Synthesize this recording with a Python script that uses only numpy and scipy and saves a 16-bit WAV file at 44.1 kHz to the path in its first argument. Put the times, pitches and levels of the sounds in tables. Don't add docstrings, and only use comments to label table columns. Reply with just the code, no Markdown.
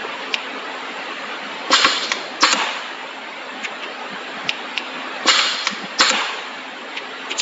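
import sys
import numpy as np
from scipy import signal
from scipy.fft import rfft, irfft, next_fast_len
from scipy.io import wavfile
from scipy.ndimage import uniform_filter1d

SR = 44100
rng = np.random.default_rng(int(sys.argv[2]) if len(sys.argv) > 2 else 0)


def persist_wave(psi):
    counts = np.round(np.clip(psi, -1, 1) * 32767).astype(np.int16)
    wavfile.write(sys.argv[1], SR, np.atleast_2d(counts).T)


N = 326781
TIME_S = np.arange(N) / SR
CUTOFF_HZ = 7560

# valve_opens_s, head_lands_s, valve_clack_db, landing_blow_db
DOWN_STROKES = [(1.731, 1.8456, -1, -3), (5.284, 5.39, -3, -17.5)]
# valve_opens_s, head_meets_top_stop_s, valve_clack_db, stop_blow_db
UP_STROKES = [(2.4337, 2.528, -1, -1), (6.008, 6.101, -2.5, -3.5)]

# freq_hz, density_db_per_hz
DOWN_SPECTRUM = [(90, -58), (240, -17), (480, -9.5), (800, -11.5), (1200, 2.5), (2000, -3), (2550, -5.5),
                 (2850, -1), (4300, -1.5), (5200, -5.5), (6100, -17), (7400, -2.5)]
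UP_SPECTRUM = [(90, -36.5), (300, -15), (700, -12.5), (1250, 0.5), (1650, 2), (2300, -3.5), (3000, -0.5),
               (3800, -3.5), (4250, 6.5), (4900, -5.5), (6100, -18.5), (7400, 0.5)]
VENT_SPECTRUM = [(90, -71.5), (220, -14.5), (700, 0), (1000, 4), (1900, -1.5), (2700, 1.5), (4100, -5),
                 (4900, -13), (6100, -19), (7400, -11.5)]
# centre_hz, width_hz, lift_db
DOWN_PORT_RESONANCES = [(510, 48, 7), (1120, 60, -5), (1400, 21, 0.5), (1630, 28, -3.5), (1995, 40, 6.5),
                        (2320, 130, 7.5), (2870, 37, 9.5), (3140, 39, 6.5), (3376, 87, 9), (3840, 32, -5),
                        (3670, 52, 6), (4206, 130, 8.5), (4830, 76, 1), (5700, 90, 2.5)]
UP_PORT_RESONANCES = [(454, 24, 7.2), (890, 110, 9.3), (1084, 35, 2.6), (1242, 40, 8.1), (1780, 40, 3.4),
                      (1880, 27, 1.6), (2300, 170, 10), (3380, 140, 2.3), (3350, 30, 4.6), (3540, 40, 5.7),
                      (3690, 54, 4.9), (3890, 160, 4.2), (3940, 60, 3.9), (5300, 42, 14)]
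VENT_START_S, VENT_TOP_S, VENT_DB, VENT_FALL_DB_PER_S = 0.025, 0.065, -14.5, 51

# delay_s, level_db, centre_hz, half_length_s
DOWN_HISSES = [(-.006, -18, 5200, .007), (0.372, -28, 5700, .008)]
# delay_s, level_db, centre_hz, half_length_s
UP_HISSES = [(-.008, -11, 5200, 0.0076)]
# delay_s, level_db, centre_hz, half_length_s
TOP_STOP_PUFFS = [(-.001, -3.5, 8260, 0.008), (0.036, -26, 238, 0.03)]
# lead_s, level_db
LIFT_VALVE_CRACKS = [(.021, -19), (0.0077, -15)]
CRACK_HZ, CRACK_HALF_S = 5900, 0.0036

# freq_hz, relative_level_db, t60_s
HEAD_MODES = [(226, -3.5, .1), (309, 12.5, 0.046), (387, -4, 0.23), (528, 5.5, 0.091), (1099, -7, 0.13),
              (1139, 5.5, 0.073), (1368, 1.5, 0.059), (1670, -2, 0.093), (2230, -8, 0.023),
              (2850, -3.5, 0.083), (3190, -12, .12), (3930, -8.5, 0.11)]
# delay_s, level_re_clack_db, centre_hz, t60_s
DOWN_VALVE_CONTACTS = [(-.027, -12.5, 678, 0.079), (0, 1.5, 1210, 0.014)]
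# delay_s, level_re_blow_db, centre_hz, t60_s
LANDING_CONTACTS = [(0, 6, 1760, 0.017), (.0054, 2.5, 1360, 0.028), (.015, -13, 453, .17)]
# delay_s, level_re_clack_db, centre_hz, t60_s
UP_VALVE_CONTACTS = [(-.008, -13, 479, 0.088), (0, -1, 1450, 0.081)]
# delay_s, level_re_blow_db, centre_hz, t60_s
TOP_STOP_CONTACTS = [(0, 1, 2500, .021), (.006, -13, 610, .065)]
# delay_s, level_db, centre_hz, t60_s
FEED_STOP_CONTACTS = [(.386, -5, 2170, 0.042)]

# start_s, click_db
TICK_TIMES = [(.3420, 0.5), (3.6494, -12.5), (3.8358, -20), (4.4930, 1), (4.7767, -3), (6.973, -10),
              (7.3157, -11.5), (7.399, -8)]
# freq_hz, relative_level_db, t60_s
TICK_RESONANCES = [(2760, -3, 0.006), (3020, 0.5, 0.0037), (2490, -12, 0.0078), (3730, -6.5, 0.0081),
                   (5000, -17.5, 0.0099), (7250, -15.5, 0.011)]
LANDING_TICK_DB, LANDING_TICK_DELAY_S = 1.5, .002
# delay_s, level_re_tick_db, centre_hz, half_length_s
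TICK_SLIDES = [(.002, -28.5, 4900, 0.012)]

ROLLING_LEVELS_DB = [-32, -45.5]
# start_s, level_db, centre_hz, rasp_level_db
TUBE_SCUFFS = [(.045, -29, 1020, -58), (2.043, -19, 3870, -41), (3.652, -19, 2250, -30.5),
               (3.836, -26.5, 2370, -51), (6.979, -24, 2680, -45), (7.317, -21.5, 2580, -31),
               (7.401, -17, 3720, -15.5)]
# start_s, level_db, centre_hz
HANDLING_BUMPS = [(.048, -28, 414), (4.13, -31, 220), (4.376, -34, 239), (4.472, -34, 174),
                  (5.726, -25, 224), (5.845, -27, 187), (7.325, -31, 337)]
SCUFF_HALF_S, BUMP_HALF_S = 0.014, .012
RASP_HZ, RASP_LEAD_S, RASP_HALF_S = 7400, .006, 0.012

# freq_hz, density_db_per_hz
FLOOR_SPECTRUM = [(50, -51), (110, -32), (160, -15), (225, -2), (380, -3.5), (850, 0), (1500, -1),
                  (2700, -3), (4100, -10), (4800, -18), (6200, -26), (6950, -25), (7350, -17), (7700, -11)]
# centre_hz, width_hz, lift_db
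CASING_RESONANCES = [(276, 20, 2), (424, 14, 5.5), (543, 110, 2.5), (790, 7.8, 5.5), (876, 36, 3),
                     (1100, 41, 1.5), (1240, 49, 1.5), (1690, 200, 2), (2640, 74, 1)]
# freq_hz, rms_db
HUM_LINES = [(264, -49), (447, -52.5), (529, -53.5)]
FLOOR_DB = -28.5

ROOM_T60_S, ROOM_DB = 0.62, -10
GAIN_THRESHOLD_DB, GAIN_SHARE = -18, 0.35
GAIN_WINDOW_S, GAIN_ATTACK_S, GAIN_RECOVERY_DB_PER_S = .02, .008, 2


def exhaust(strokes, spectrum, port, flow_db, surge_db, fall_db_per_s, lag_s, rise_db_per_s,
            surge_s, settle_s, dulling_db_per_s):
    jet = noise(spectrum, port, patchy_db=2.5)
    dull = signal.sosfiltfilt(signal.butter(4, 4900, fs=SR, output="sos"), jet)
    treble = jet - dull
    out = np.zeros(N)
    for opens_s, lands_s, _, _ in strokes:
        start_s = opens_s + lag_s
        early_s = np.maximum(start_s - TIME_S, 0)
        late_s = np.maximum(TIME_S - lands_s, 0)
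        surge = np.clip(1 - (TIME_S - start_s - surge_s) / settle_s, 0, 1)
        level_db = flow_db + surge_db * surge - rise_db_per_s * early_s - fall_db_per_s * late_s
        out += from_db(level_db) * (dull + treble * from_db(-dulling_db_per_s * late_s))
    return out


def venting(swell_db=3):
    times_s = [VENT_START_S - .01, VENT_START_S, VENT_TOP_S, VENT_TOP_S + 2]
    levels_db = [-150, VENT_DB - swell_db, VENT_DB, VENT_DB - 2 * VENT_FALL_DB_PER_S]
    flow = np.zeros(N)
    for _, stops_s, _, _ in UP_STROKES:
        flow += from_db(np.interp(TIME_S - stops_s, times_s, levels_db))
    return flow * noise(VENT_SPECTRUM, CASING_RESONANCES, patchy_db=3.0)


def spits():
    rows = []
    for opens_s, _, _, _ in DOWN_STROKES:
        rows += after(opens_s, 0, DOWN_HISSES)
    for (opens_s, stops_s, _, _), (lead_s, level_db) in zip(UP_STROKES, LIFT_VALVE_CRACKS):
        rows.append((opens_s - lead_s, level_db, CRACK_HZ, CRACK_HALF_S))
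        rows += after(opens_s, 0, UP_HISSES) + after(stops_s, 0, TOP_STOP_PUFFS)
    return swells(rows, spread=1.12)


def clacks(rows, spread=2.08, blow=1.23, cycles=2.2, ring_db=-39):
    out = np.zeros(N)
    age_s = np.arange(SR // 3) / SR
    for start_s, level_db, hz, t60_s in rows:
        fade = from_db(-60 * age_s / t60_s)
        chatter = fade * rng.standard_normal(len(age_s))
        pulse = blow * np.sin(2 * np.pi * hz * age_s) * np.exp(-hz * age_s / cycles) * fade
        force = chatter + pulse
        body = force.copy()
        for mode_hz, mode_db, mode_t60_s in HEAD_MODES:
            body += from_db(mode_db + ring_db) * ring(force, mode_hz, mode_t60_s)
        sound = rms_one(band(body, hz, spread)) * np.sqrt(np.mean(fade ** 2))
        add(out, start_s, from_db(level_db) * sound)
    return out


def contacts():
    rows = []
    for opens_s, lands_s, valve_db, blow_db in DOWN_STROKES:
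        rows += after(opens_s, valve_db, DOWN_VALVE_CONTACTS) + after(lands_s, blow_db, LANDING_CONTACTS)
    for opens_s, stops_s, valve_db, blow_db in UP_STROKES:
        rows += after(opens_s, valve_db, UP_VALVE_CONTACTS) + after(stops_s, blow_db, TOP_STOP_CONTACTS)
    return clacks(rows)


def feed_stops():
    rows = []
    for opens_s, _, _, _ in DOWN_STROKES:
        rows += after(opens_s, 0, FEED_STOP_CONTACTS)
    return clacks(rows, spread=2.4, ring_db=-49)


def ticks(contact_hz=2800, spread=1.34):
    landings = [(lands_s + LANDING_TICK_DELAY_S, LANDING_TICK_DB) for _, lands_s, _, _ in DOWN_STROKES]
    clicks = np.zeros(N)
    for start_s, click_db in TICK_TIMES + landings:
        add(clicks, start_s, from_db([click_db]))
    clicks = band(clicks, contact_hz, spread, order=1)
    return sum(from_db(db) * ring(clicks, hz, t60_s) for hz, db, t60_s in TICK_RESONANCES)


def rolling(centre_hz=420, spread=2.08, ramp_s=.08):
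    grip = np.zeros(N)
    for down, up, level_db in zip(DOWN_STROKES, UP_STROKES, ROLLING_LEVELS_DB):
        inside_s = np.minimum(TIME_S - down[1], up[0] - TIME_S)
        grip += from_db(level_db) * np.clip(inside_s / ramp_s, 0, 1)
    rumble = band(patchy(rng.standard_normal(N), 3.0), centre_hz, spread, order=3)
    return grip * rms_one(rumble)


def handling():
    scuffs = [(s, db, hz, SCUFF_HALF_S) for s, db, hz, _ in TUBE_SCUFFS]
    rasps = [(s - RASP_LEAD_S, rasp_db, RASP_HZ, RASP_HALF_S) for s, _, _, rasp_db in TUBE_SCUFFS]
    slides = [row for s, db in TICK_TIMES for row in after(s, db, TICK_SLIDES)]
    bumps = [(s, db, hz, BUMP_HALF_S) for s, db, hz in HANDLING_BUMPS]
    return swells(scuffs, spread=1.3) + swells(rasps + slides, spread=1.14) + swells(bumps, spread=1.1)


def factory(hum_waver_db=4, wander_hz=3.5):
    hiss = noise(FLOOR_SPECTRUM, CASING_RESONANCES, patchy_db=3.5) * from_db(FLOOR_DB)
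    hum = np.zeros(N)
    for hz, rms_db in HUM_LINES:
        gain = from_db(rms_db + hum_waver_db * drift(7))
        phase = 2 * np.pi * np.cumsum(hz + wander_hz * drift(15)) / SR
        hum += np.sqrt(2) * gain * np.sin(phase)
    return hiss + hum


def room(x, near_db, near_t60_s):
    age_s = np.arange(SR // 2) / SR
    decay = from_db(-60 * age_s / [[near_t60_s], [ROOM_T60_S]]) * (age_s > .002)
    near, far = rng.standard_normal((2, len(age_s))) * decay
    echo = from_db(near_db) * near / np.linalg.norm(near)
    echo += from_db(ROOM_DB) * far / np.linalg.norm(far)
    return x + signal.fftconvolve(x, echo)[:N]


def noise(spectrum, resonances, patchy_db):
    size = next_fast_len(N)
    hz = np.maximum(np.fft.rfftfreq(size, 1 / SR), 1)
    points_hz, levels_db = np.transpose(spectrum)
    gain_db = np.interp(np.log(hz), np.log(points_hz), levels_db)
    for centre_hz, width_hz, lift_db in resonances:
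        gain_db = gain_db + lift_db / (1 + (2 * (hz - centre_hz) / width_hz) ** 2)
    white = patchy(rng.standard_normal(N), patchy_db)
    shaped = rfft(white, size) * from_db(gain_db) * (hz < CUTOFF_HZ)
    return rms_one(irfft(shaped, size)[:N])


def patchy(x, depth_db, size=2048):
    cells = signal.stft(x, nperseg=size, noverlap=3 * size // 4)[2]
    wander = uniform_filter1d(rng.standard_normal(cells.shape), size=5, axis=0)
    wander = uniform_filter1d(wander, size=3, axis=1)
    cells = cells * from_db(depth_db * np.clip(rms_one(wander), -2, 2))
    return signal.istft(cells, nperseg=size, noverlap=3 * size // 4)[1][:N]


def swells(rows, spread):
    out = np.zeros(N)
    age_s = np.arange(-SR // 8, SR // 8) / SR
    for centre_s, level_db, hz, half_s in rows:
        shape = 1 / np.cosh(age_s / half_s * np.pi / 2)
        burst = band(rng.standard_normal(len(age_s)), hz, spread) * shape
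        sound = rms_one(burst) * np.sqrt(np.mean(shape ** 2))
        add(out, centre_s + age_s[0], from_db(level_db) * sound)
    return out


def ring(x, hz, t60_s):
    radius = from_db(-60 / (t60_s * SR))
    angle = 2 * np.pi * hz / SR
    poles = [1, -2 * radius * np.cos(angle), radius * radius]
    return signal.lfilter([0, np.sin(angle)], poles, x + 1e-18)


def band(x, hz, ratio, order=2):
    sos = signal.butter(order, [hz / ratio, hz * ratio], "band", fs=SR, output="sos")
    return signal.sosfilt(sos, x + 1e-18)


def drift(knots_per_s):
    count = int(N / SR * knots_per_s) + 2
    return np.interp(TIME_S * knots_per_s, np.arange(count), rng.standard_normal(count))


def after(start_s, level_db, pattern):
    return [(start_s + delay_s, level_db + db, hz, length_s) for delay_s, db, hz, length_s in pattern]


def add(out, start_s, sound):
    at = int(start_s * SR) + np.arange(len(sound))
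    inside = (at >= 0) & (at < N)
    out[at[inside]] += sound[inside]


def from_db(db):
    return 10 ** (np.asarray(db) / 20)


def rms_one(x):
    return x / np.sqrt(np.mean(x ** 2) + 1e-20)


def gain_control(x):
    power = uniform_filter1d(x ** 2, int(GAIN_WINDOW_S * SR))
    level_db = 10 * np.log10(np.maximum(power, 1e-12))
    excess_db = np.maximum(level_db - GAIN_THRESHOLD_DB, 0)
    recovery_db = GAIN_RECOVERY_DB_PER_S * TIME_S
    cut_db = np.maximum.accumulate(GAIN_SHARE * excess_db + recovery_db, axis=-1) - recovery_db
    keep = np.exp(-1 / (GAIN_ATTACK_S * SR))
    return x * from_db(-signal.lfilter([1 - keep], [1, -keep], cut_db))


def scene():
    down = exhaust(DOWN_STROKES, DOWN_SPECTRUM, DOWN_PORT_RESONANCES, flow_db=-12.0, surge_db=6.5,
                   fall_db_per_s=47, lag_s=0.0067, rise_db_per_s=801,
                   surge_s=0.0098, settle_s=0.028, dulling_db_per_s=12.0)
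    up = exhaust(UP_STROKES, UP_SPECTRUM, UP_PORT_RESONANCES, flow_db=-12.0, surge_db=4,
                 fall_db_per_s=598, lag_s=-0.001, rise_db_per_s=1190.5,
                 surge_s=0.016, settle_s=0.0108, dulling_db_per_s=23)
    air = down + up + venting() + spits()
    metal = room(contacts() + feed_stops(), near_db=-8.0, near_t60_s=.05)
    snaps = room(ticks(), near_db=-6, near_t60_s=0.03)
    return (air + metal + snaps + rolling() + handling() + factory())[None]


def record(dry):
    held = gain_control(dry)
    rounded = held / (1 + (held / .94) ** 6) ** (1 / 6)
    low_pass = signal.cheby2(16, 50, 1.05 * CUTOFF_HZ, fs=SR, output="sos")
    return signal.sosfiltfilt(low_pass, rounded)


dry = scene()
out = record(dry)
persist_wave(out)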